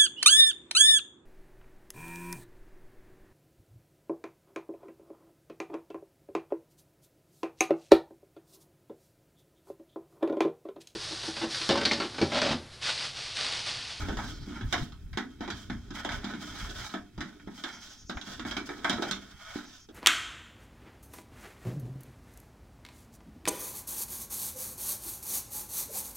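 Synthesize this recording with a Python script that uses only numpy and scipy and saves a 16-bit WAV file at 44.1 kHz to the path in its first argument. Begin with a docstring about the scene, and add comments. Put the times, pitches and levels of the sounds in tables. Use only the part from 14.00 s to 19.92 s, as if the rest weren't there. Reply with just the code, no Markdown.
"""An open paddock: goat kids clamber over a tipped steel wheelbarrow, a few metres from a phone.
Hooves boom the pan, clang the sheet and clack on the rim, then skid down the sandy steel in a
stick-slip scrape. A small bird chatters in short runs of whistles, shaken into a buzz.
A light breeze buffets the two microphones over the faint wash of the field."""
import sys
import numpy as np
from scipy import signal
from scipy.fft import rfft, irfft, next_fast_len
from scipy.io import wavfile
from scipy.ndimage import uniform_filter1d

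SR = 44100
rng = np.random.default_rng(int(sys.argv[2]) if len(sys.argv) > 2 else 0)


def store_pcm(level_fs):
    """Save levels as 16-bit WAV."""
    pcm = np.round(np.clip(level_fs, -1, 1) * 32767).astype(np.int16)
    wavfile.write(sys.argv[1], SR, np.atleast_2d(pcm).T)


N = 261072

# hoof blows on the tray: t/s, clang/dB, boom/dB, tick/dB, boom centre/Hz, clang centre/Hz
HOOF_BLOWS = [(0.085, -30.5, -34, -45, 304, 810), (0.121, -45, -41.5, -64, 173, 1470),
              (0.17, -31.5, -49.5, -45, 267, 890), (0.189, -28, -39.5, -51, 159, 1000),
              (0.236, -35.5, -44, -61, 230, 1130), (0.474, -50.5, -38, -71, 247, 620),
              (0.503, -60, -38.5, -57, 265, 1820), (0.61, -36.5, -42, -50.5, 251, 1300),
              (0.726, -20.5, -35.5, -31, 350, 1370), (0.738, -23.5, -52, -42, 247, 1070),
              (0.78, -36, -38.5, -43, 253, 1420), (0.816, -48, -44, -71, 158, 1660),
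              (0.921, -48.5, -76, -56, 207, 1240), (1.13, -41.5, -60, -54, 152, 1920),
              (1.173, -24.5, -32.5, -37.5, 271, 1380), (1.407, -33, -34.5, -49.5, 280, 900),
              (1.477, -32.5, -38, -47.5, 318, 1320), (1.502, -30.5, -42.5, -39.5, 260, 1650),
              (1.699, -31.5, -32.5, -47, 206, 1530), (1.905, -40, -40, -50.5, 250, 1170),
              (1.954, -48, -51.5, -60, 269, 1380), (2.048, -27, -37, -38.5, 318, 810),
              (2.09, -27.5, -79, -42, 274, 1290), (2.118, -36.5, -45.5, -42.5, 191, 1290),
              (2.243, -35, -34.5, -41.5, 236, 1060), (2.336, -36.5, -34, -49.5, 218, 1550),
              (2.695, -43, -48.5, -47.5, 280, 1270), (2.939, -28.5, -33.5, -45, 262, 1120),
              (3.178, -39, -39, -54, 217, 835), (3.206, -29.5, -35.5, -42.5, 206, 1780),
              (3.473, -40.5, -38.5, -60, 235, 790), (3.638, -30, -41, -37.5, 317, 1570),
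              (4.096, -30.5, -37.5, -42, 256, 1080), (4.213, -41.5, -71, -44, 261, 1530),
              (4.271, -40.5, -43.5, -51, 190, 1160), (4.395, -34, -39, -44.5, 283, 1440),
              (4.45, -31.5, -36.5, -49, 232, 1110), (4.511, -31, -48, -38.5, 288, 1300),
              (4.567, -26.5, -36, -37.5, 285, 1730), (4.69, -30.5, -39.5, -50, 377, 1300),
              (4.845, -18.5, -40.5, -37, 298, 1430), (4.896, -24, -30, -30, 262, 880),
              (4.929, -33, -40, -39, 157, 770), (4.983, -33, -33, -64, 357, 845),
              (5.022, -25.5, -35, -36.5, 350, 680), (5.111, -28.5, -38, -31.5, 212, 1880),
              (5.558, -44, -33.5, -54, 267, 1390), (5.888, -51.5, -47, -59, 397, 760)]


def knocks(boom_db=-2, clang_db=-9, tick_db=-1):
    """A soft tread mostly booms the pan; a hard hoof edge clangs and ticks."""
    # a heavy landing keeps the hoof down and damps the sheet: clang/dB, ring length/ratio
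    damping = [(-26, 0.71), (-23.5, 0.64)]
    spots = [(boom_hz, clang_hz, np.interp(db, *np.transpose(damping)))
             for _, db, _, _, boom_hz, clang_hz in HOOF_BLOWS]
    out = np.zeros((2, N))
    for (s, mid, low, high, *_), (boom, clang, tick) in zip(HOOF_BLOWS, tray_rings(spots)):
        hit = undb(low + boom_db) * boom + undb(mid + clang_db) * clang + undb(high + tick_db) * tick
        add(out, hit, s)
    return out


def tray_rings(spots, ring_s=.6, sheet_t60=.32, thud_db=-6, notes_db=-5, bright_db=-6, snap_db=11):
    """The steel's boom, clang and tick for each struck spot (boom/Hz, clang/Hz, ring length/ratio)."""
    # free-ringing modes: f/Hz, level/dB, t60/s
    pan_modes = [(144.3, -17, 0.57), (199, -2, 0.33), (238.4, -2, 0.39), (261, -9.5, 0.41),
                 (293.2, -2.5, 0.25), (319.9, -4.5, 0.25), (353.1, 2, 0.14), (403.3, -5, 0.17),
                 (475, -9.5, 0.36)]  # the whole pan bending
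    sheet_modes = [(601, -10.5, 1), (660.4, -6.5, 0.33), (708, -4, 0.87), (807, -3.5, 0.17),
                   (896, -4, 0.32), (965, -10, 0.42), (1096, -7.5, 0.44), (1288, 3.5, 0.31),
                   (1332, 1, 0.07), (1420, -4.5, 0.28), (1505.6, 2, 0.21), (1622, -7.5, 0.4),
                   (1930, -5, 0.14), (2180, -0.5, 0.08), (2319, -4, 0.28)]  # clear notes of the sheet
    bright_modes = [(3134, -11, 0.55), (3240, -19.5, 0.14), (3250, 4, 0.064), (3416, -2.5, 0.22),
                    (3667, 6.5, 0.053), (3960, -0.5, 0.14), (4130, -4, 0.17), (4660, -17, 0.054),
                    (4900, 2.5, 0.06), (5190, -3, 0.1)]  # its high notes
    # noise colours: f/Hz, level/dB
    thud_colour = [(70, -5), (130, 2), (280, 1.5), (420, -3.5), (700, -14), (2000, -60)]  # dull push into the pan
    clang_colour = [(330, -36), (520, -2), (720, 1.5), (950, -2.5), (1300, -3.5), (1620, 2), (1950, -3.5),
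                    (2250, -2.5), (2600, -17), (3300, -35)]  # crowded modes of the sheet
    tick_colour = [(2000, -35), (2600, -5.5), (3250, 4.5), (3700, 4.5), (4400, -8.5), (5200, -3),
                   (7000, -11), (8400, -24.5), (10500, -32.5), (15500, -33)]  # hoof edge on steel
    t = np.arange(int(ring_s * SR)) / SR
    boom_attack = 1 - np.exp(-t / .00064)
    spread = 1 - np.exp(-t / .00026)  # bending waves take a moment to fill the sheet
    for boom_hz, clang_hz, length in spots:
        held = fade(t, sheet_t60) ** (1 / np.clip(length, .25, 1.6) - 1)  # the hoof damps the ring
        thud = spot_colour(noise(thud_colour, len(t)), boom_hz, focus_db=22) * fade(t, t60=.47)
        boom = notes(pan_modes, t, boom_hz, focus_db=22) + undb(thud_db) * struck(thud)
        wash = spot_colour(noise(clang_colour, len(t)), clang_hz, focus_db=5) * fade(t, sheet_t60)
        clang = struck(wash) + undb(notes_db) * notes(sheet_modes, t, clang_hz, focus_db=5)
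        edge = spot_colour(noise(tick_colour, len(t)), clang_hz, focus_db=0)
        edge *= fade(t, t60=.097) + undb(snap_db) * fade(t, t60=.28)
        tick = struck(edge) + undb(bright_db) * notes(bright_modes, t, clang_hz, focus_db=0)
        yield struck(boom_attack * boom), struck(spread * held * clang), struck(spread * held * tick)


def spot_colour(x, centre_hz, focus_db, patchy_db=4, patch_hz=130):
    """The struck spot favours one band, with humps and dips where modes have bellies and nodes."""
    hz = np.maximum(np.fft.rfftfreq(x.shape[-1], 1 / SR), 1)
    humps = np.interp(hz / patch_hz, np.arange(400), rng.standard_normal(400))
    away = np.minimum(np.log2(hz / centre_hz) ** 2, 2)
    return irfft(rfft(x) * undb(patchy_db * humps - focus_db * away), x.shape[-1])


def notes(table, t, centre_hz, focus_db, scatter_db=4):
    """Each clear mode is a decaying sine that takes its own share of the blow."""
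    hz, db, t60 = np.transpose(table)[:, :, None]
    sines = undb(db) * fade(t, t60) * np.sin(2 * np.pi * hz * t)
    away = np.log2(hz[:, 0] / centre_hz) ** 2
    share = undb(scatter_db * rng.standard_normal(len(hz)) - focus_db * away)
    return struck((rng.choice([-1, 1], len(hz)) * share) @ sines)


def skids(scrape_db=1, rasp_db=-7, rasp_grit_db=9, grit_db=7, wander_db=8, judder_db=2.5):
    """Sliding hooves catch, slip and grind sand; shifting weight drums the pan and rubs faintly."""
    # spots the hooves wander over: boom/Hz, clang/Hz, ring length/ratio
    spots = [(198, 1520, 0.35), (300, 1180, 0.2), (260, 1410, 0.13), (350, 1070, 0.28)]
    # weight shifting on the pan: t/s, level/dB
    shuffle = [(0.0, -39.5), (0.42, -53), (0.56, -44.5), (0.75, -64), (1.0, -63), (1.3, -57), (1.5, -55.5),
               (1.87, -57.5), (2.35, -47.5), (2.85, -53), (3.1, -62.5), (3.3, -56), (3.67, -57),
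               (4.05, -65.5), (4.33, -54), (5.08, -43), (5.36, -70.5), (5.92, -70)]
    # sand grinding under a hoof: f/Hz, level/dB
    grit_colour = [(2000, 4.5), (3500, 0), (4400, 10.5), (5500, 13.5), (7000, 8), (8500, 2.5),
                   (10500, -5.5), (15500, -5)]
    judder = undb(judder_db * walk(rate=45))  # the pressure comes in jerks
    weight = undb(curve(shuffle))
    rubbing = undb([[-10], [-20]]) * weight  # into scrape, into grit
    scrape, grit = np.hypot(skid_levels(), rubbing) * judder
    rasp = np.hypot(scrape * undb(rasp_db), grit * undb(rasp_grit_db))
    drives = weight, scrape * undb(scrape_db), rasp  # excite boom, clang, tick
    shares = undb(wander_db * np.array([walk(rate=16) for _ in spots]))
    shares /= np.linalg.norm(shares, axis=0)
    out = np.zeros((2, N))
    for share, rings in zip(shares, tray_rings(spots)):
        catches = share * slips(rate=450, scatter_db=3.5)
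        for ring, drive in zip(rings, drives):
            unit_ring = ring / np.sqrt(np.sum(ring ** 2) / 2)
            out += signal.oaconvolve((catches * drive)[None], unit_ring, axes=1)[:, :N]
    return out + noise(grit_colour, N) * grit * undb(grit_db + 1.16 * walk(rate=650))


def skid_levels(rise_share=.42, release_t60=.38):
    """Scrape and grit envelopes: each skid builds, holds and runs out."""
    # slides down the tray: start/s, length/s, scrape/dB, grit/dB
    slides = [(0.0, 0.0083, -41, -58), (0.038, 0.027, -44.5, -64), (0.143, 0.14, -52.5, -59),
              (0.499, 0.072, -47.5, -77), (0.649, 0.18, -53.5, -61.5), (1.404, 0.041, -50.5, -85),
              (1.51, 0.13, -62, -67), (1.71, 0.045, -58.5, -68), (1.929, 0.064, -44.5, -60),
              (2.084, 0.091, -43, -59.5), (2.156, 0.17, -48.5, -80), (2.369, .13, -51, -60),
              (2.479, 0.27, -47.5, -57.5), (2.721, 0.16, -46, -57), (3.235, 0.06, -56, -73.5),
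              (3.502, 0.13, -56.5, -64.5), (3.648, 0.087, -48.5, -63), (3.764, 0.16, -59, -63),
              (4.232, 0.091, -49.5, -57.5), (4.452, 0.041, -47, -56.5), (4.652, 0.022, -55, -60.5),
              (4.737, 0.23, -50.5, -71), (4.862, 0.047, -39, -77), (4.93, 0.12, -45, -65.5),
              (5.078, 0.15, -54.5, -66), (5.23, 0.092, -59.5, -69.5), (5.359, 0.23, -48, -61.5),
              (5.633, 0.14, -61, -66.5)]
    t = np.arange(SR) / SR
    power = np.zeros((2, N))
    for s, length, *db in slides:
        shape = np.minimum(t / (rise_share * length), 1) * fade(np.maximum(t - length, 0), release_t60)
        add(power, (undb(db)[:, None] * shape) ** 2, s)
    return np.sqrt(power)


def slips(rate, scatter_db):
    """Stick-slip catches of uneven size, mean power 1."""
    count = int(rate * N / SR)
    times, size, sign = rng.random((3, 20000))[:, :count]
    kicks = np.sign(sign - .5) * undb(-scatter_db * np.log(size + .11))
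    train = np.bincount((times * N).astype(int), kicks, N)
    return train / train.std()


def cracks(crack_db=-9, growth=1.9):
    """Hard blows crush sand against the steel; the crack grows faster with force than the tick."""
    # crushed sand: f/Hz, level/dB
    colour = [(2000, -9), (3500, 1.5), (8500, -2), (10500, -21.5), (15500, -21)]
    out = np.zeros((2, N))
    t = np.arange(SR // 10) / SR
    hardest = max(row[3] for row in HOOF_BLOWS)
    for s, _, _, tick_db, *_ in HOOF_BLOWS:
        burst = struck(noise(colour, len(t)) * fade(t, t60=.042))
        add(out, undb(hardest + growth * (tick_db - hardest) + crack_db) * burst, s)
    return out


def raps(ring_length=.37, clang_db=-9, tick_db=-19):
    """A hoof that catches the stiff rim gives a short clack without any boom."""
    # raps on the rim: t/s, level/dB, centre/Hz
    rim_raps = [(2.647, -40.5, 1300), (3.398, -48.5, 2050), (4.171, -32, 1600)]
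    spots = [(hz, hz, ring_length) for _, _, hz in rim_raps]
    out = np.zeros((2, N))
    for (s, db, _), (_, clang, tick) in zip(rim_raps, tray_rings(spots)):
        add(out, undb(db + clang_db) * clang + undb(db + tick_db) * tick, s)
    return out


def bird(length_s=.098, arch_s=.035, arch_hz=460, buzz_hz=375, swing_hz=850, song_db=-1, echo_db=-11):
    """Each syllable is an arching whistle, shaken so fast that it splits into a buzzy comb."""
    out = np.zeros((2, N))
    t = np.arange(int(length_s * SR)) / SR - length_s / 2
    for s, hz, db in syllables():
        shake = 2 * np.pi * buzz_hz * rng.uniform(.94, 1.06) * t
        waver = np.interp(t, np.linspace(t[0], t[-1], 40), rng.standard_normal(40))
        arch = arch_hz * (np.exp(-(t / arch_s) ** 2) - 1)
        pitch = hz + arch + swing_hz * (np.sin(shake) + .14 * waver)
        envelope = (1 + np.cos(shake)) * np.sqrt(np.hanning(len(t)))
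        note = np.sin(2 * np.pi * np.cumsum(pitch) / SR) * envelope
        add(out, undb(db + song_db) * note / note.std(), s - length_s / 2)
    # trees and ground scatter a little of it
    tail = rng.standard_normal((2, SR // 4)) * fade(np.arange(SR // 4) / SR, t60=.35)
    return out + undb(echo_db) * signal.fftconvolve(out, tail / np.linalg.norm(tail[0]), axes=1)[:, :N]


def syllables(pace_s=.083, fade_db_per_s=12):
    """Evenly paced syllables (t/s, f/Hz, level/dB): pitch drifts and level sinks through each run."""
    # runs of song: first t/s, last t/s, first f/Hz, last f/Hz, first level/dB
    runs = [(0.264, 0.429, 5080, 4700, -57), (3.749, 4.179, 5650, 6130, -54.5),
            (5.675, 5.821, 5650, 5920, -60)]
    for first_s, last_s, first_hz, last_hz, db in runs:
        count = round((last_s - first_s) / pace_s) + 1
        times = np.linspace(first_s, last_s, count)
        pitches = np.linspace(first_hz, last_hz, count)
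        yield from zip(times, pitches, db - fade_db_per_s * (times - first_s))


def wind(breeze_db=-1, swirl_db=3, gust_db=-1):
    """Eddies thump on the microphones, harder in each gust."""
    # the underlying breeze: t/s, level/dB
    breeze_levels = [(0.0, -35.5), (0.48, -49.5), (0.92, -44.5), (1.2, -57), (1.43, -47.5), (1.58, -50),
                     (2.51, -52), (2.7, -41.5), (2.8, -69), (3.36, -64.5), (4.95, -57), (5.92, -67.5)]
    # gusts that swell and die evenly: peak t/s, width/s, level/dB
    swells = [(0.035, 0.019, -32), (0.098, 0.03, -33), (0.18, 0.017, -31), (0.42, 0.05, -39),
              (0.659, 0.044, -28.5), (0.823, 0.023, -30), (1.05, 0.038, -39.5), (1.14, 0.041, -37.5),
              (1.55, 0.036, -42), (1.75, 0.12, -41), (1.91, .06, -46.5), (2.16, 0.094, -38),
              (2.52, 0.035, -44), (2.64, 0.035, -35.5), (2.8, 0.095, -42.5), (3.03, .05, -53),
              (3.19, 0.046, -41), (3.47, 0.071, -52), (4.05, 0.043, -49.5), (4.169, 0.02, -37),
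              (4.5, 0.19, -47), (4.96, .04, -43.5), (5.17, 0.16, -57), (5.35, 0.019, -45)]
    # low buffeting: f/Hz, level/dB
    colour = [(15, -11), (35, 4.5), (70, 1.5), (115, -0.5), (160, -9.5), (300, -38), (900, -57.5)]
    t = np.arange(N) / SR
    eddies = noise(colour, N)
    eddies /= np.sqrt(uniform_filter1d(np.mean(eddies ** 2, axis=0), size=2000))  # even out the level
    gusts = sum(undb(db + gust_db) * np.exp(-2 * ((t - s) / width) ** 2) for s, width, db in swells)
    breeze = undb(curve(breeze_levels) + breeze_db + swirl_db * walk(rate=14))
    return eddies * np.hypot(gusts, breeze)


def paddock(level_db=-64, drift_db=2):
    """The open field: a faint, slowly drifting bed of noise."""
    # field ambience: f/Hz, level/dB
    colour = [(30, 21.5), (250, 7), (550, -52), (1500, -41), (2600, 2), (3600, -52), (7000, -10),
              (10000, -12.5), (15500, -16)]
    return noise(colour, N) * undb(level_db + drift_db * walk(rate=3.3))


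def noise(colour, size):
    """Coloured stereo noise of rms 1, wider in the treble."""
    # how alike the two microphones hear: f/Hz, correlation
    likeness = [(100, 0.93), (330, 0.8), (500, 0.17), (800, 0.47), (1400, 1), (2200, 0.42), (3500, 0.24),
                (5000, 0.063), (9000, 0.086), (15000, 0.081)]
    alike = np.clip(over_hz(likeness, size)[0], 0, 1)
    mid, side = rfft(rng.standard_normal((2, size)))
    pair = np.sqrt(1 + alike) * mid + np.sqrt(1 - alike) * side * np.array([[1], [-1]])
    out = irfft(pair * undb(over_hz(colour, size)[0]), size)
    return out / out.std()


def undb(db):
    """Decibels to gain."""
    return 10 ** (np.asarray(db) / 20)


def curve(table):
    """A time table, sample by sample."""
    return np.interp(np.arange(N) / SR, *np.transpose(table))


def over_hz(table, size):
    """The columns of a frequency table on the bins of a transform."""
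    hz, *columns = np.transpose(table)
    bins = np.log(np.maximum(np.fft.rfftfreq(size, 1 / SR), 1))
    return [np.interp(bins, np.log(hz), c) for c in columns]


def walk(rate):
    """Random wander with a spread near 1, at rate steps a second."""
    steps = np.arange(N) / SR * rate
    return np.interp(steps, np.arange(N // 10), rng.standard_normal(N // 10))


def fade(t, t60):
    """Exponential decay, 60 dB down after t60."""
    return np.exp(-np.log(1000) * t / t60)


def struck(x):
    """Scale a ring to rms 1 over its first 30 ms."""
    return x / np.sqrt(np.mean(x[..., :int(.03 * SR)] ** 2))


def add(out, sound, s):
    """Mix a sound in at time s."""
    start = max(int(s * SR), 0)
    out[:, start:start + sound.shape[-1]] += sound[..., :max(N - start, 0)]


def scene():
    """Hooves on the wheelbarrow, the bird and the open air."""
    return knocks() + skids() + bird() + wind() + paddock() + cracks() + raps()


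def record(dry):
    """The phone's body colours and delays its two microphones differently; the top is cut."""
    # the microphone pair: f/Hz, left minus right/dB, phase lead of the left/rad
    microphones = [(150, 0, 0), (260, 0, -.4), (420, -5, -.9), (510, 0, 1.9), (630, 7, 0), (800, -1.5, -.3),
                   (1020, .5, .4), (1300, -1, -.2), (1900, -4, .3), (2450, -.5, 0), (2900, -3, -1),
                   (3750, -11, .7), (4600, -1, .8), (5300, -2.5, .6), (6800, 5, .6), (8500, 0, .7)]
    size = next_fast_len(N + SR // 4)
    balance_db, lead = over_hz(microphones, size)
    side = np.array([[1], [-1]]) / 2
    gain = undb(side * balance_db)
    response = gain / np.sqrt(np.mean(gain ** 2, axis=0)) * np.exp(1j * side * lead)
    heard = irfft(rfft(dry, size) * response, size)[:, :N]
    top_cut = signal.ellip(10, .2, 80, 15900, fs=SR, output="sos")
    return signal.sosfilt(top_cut, heard)


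dry = scene()
out = record(dry)
store_pcm(out)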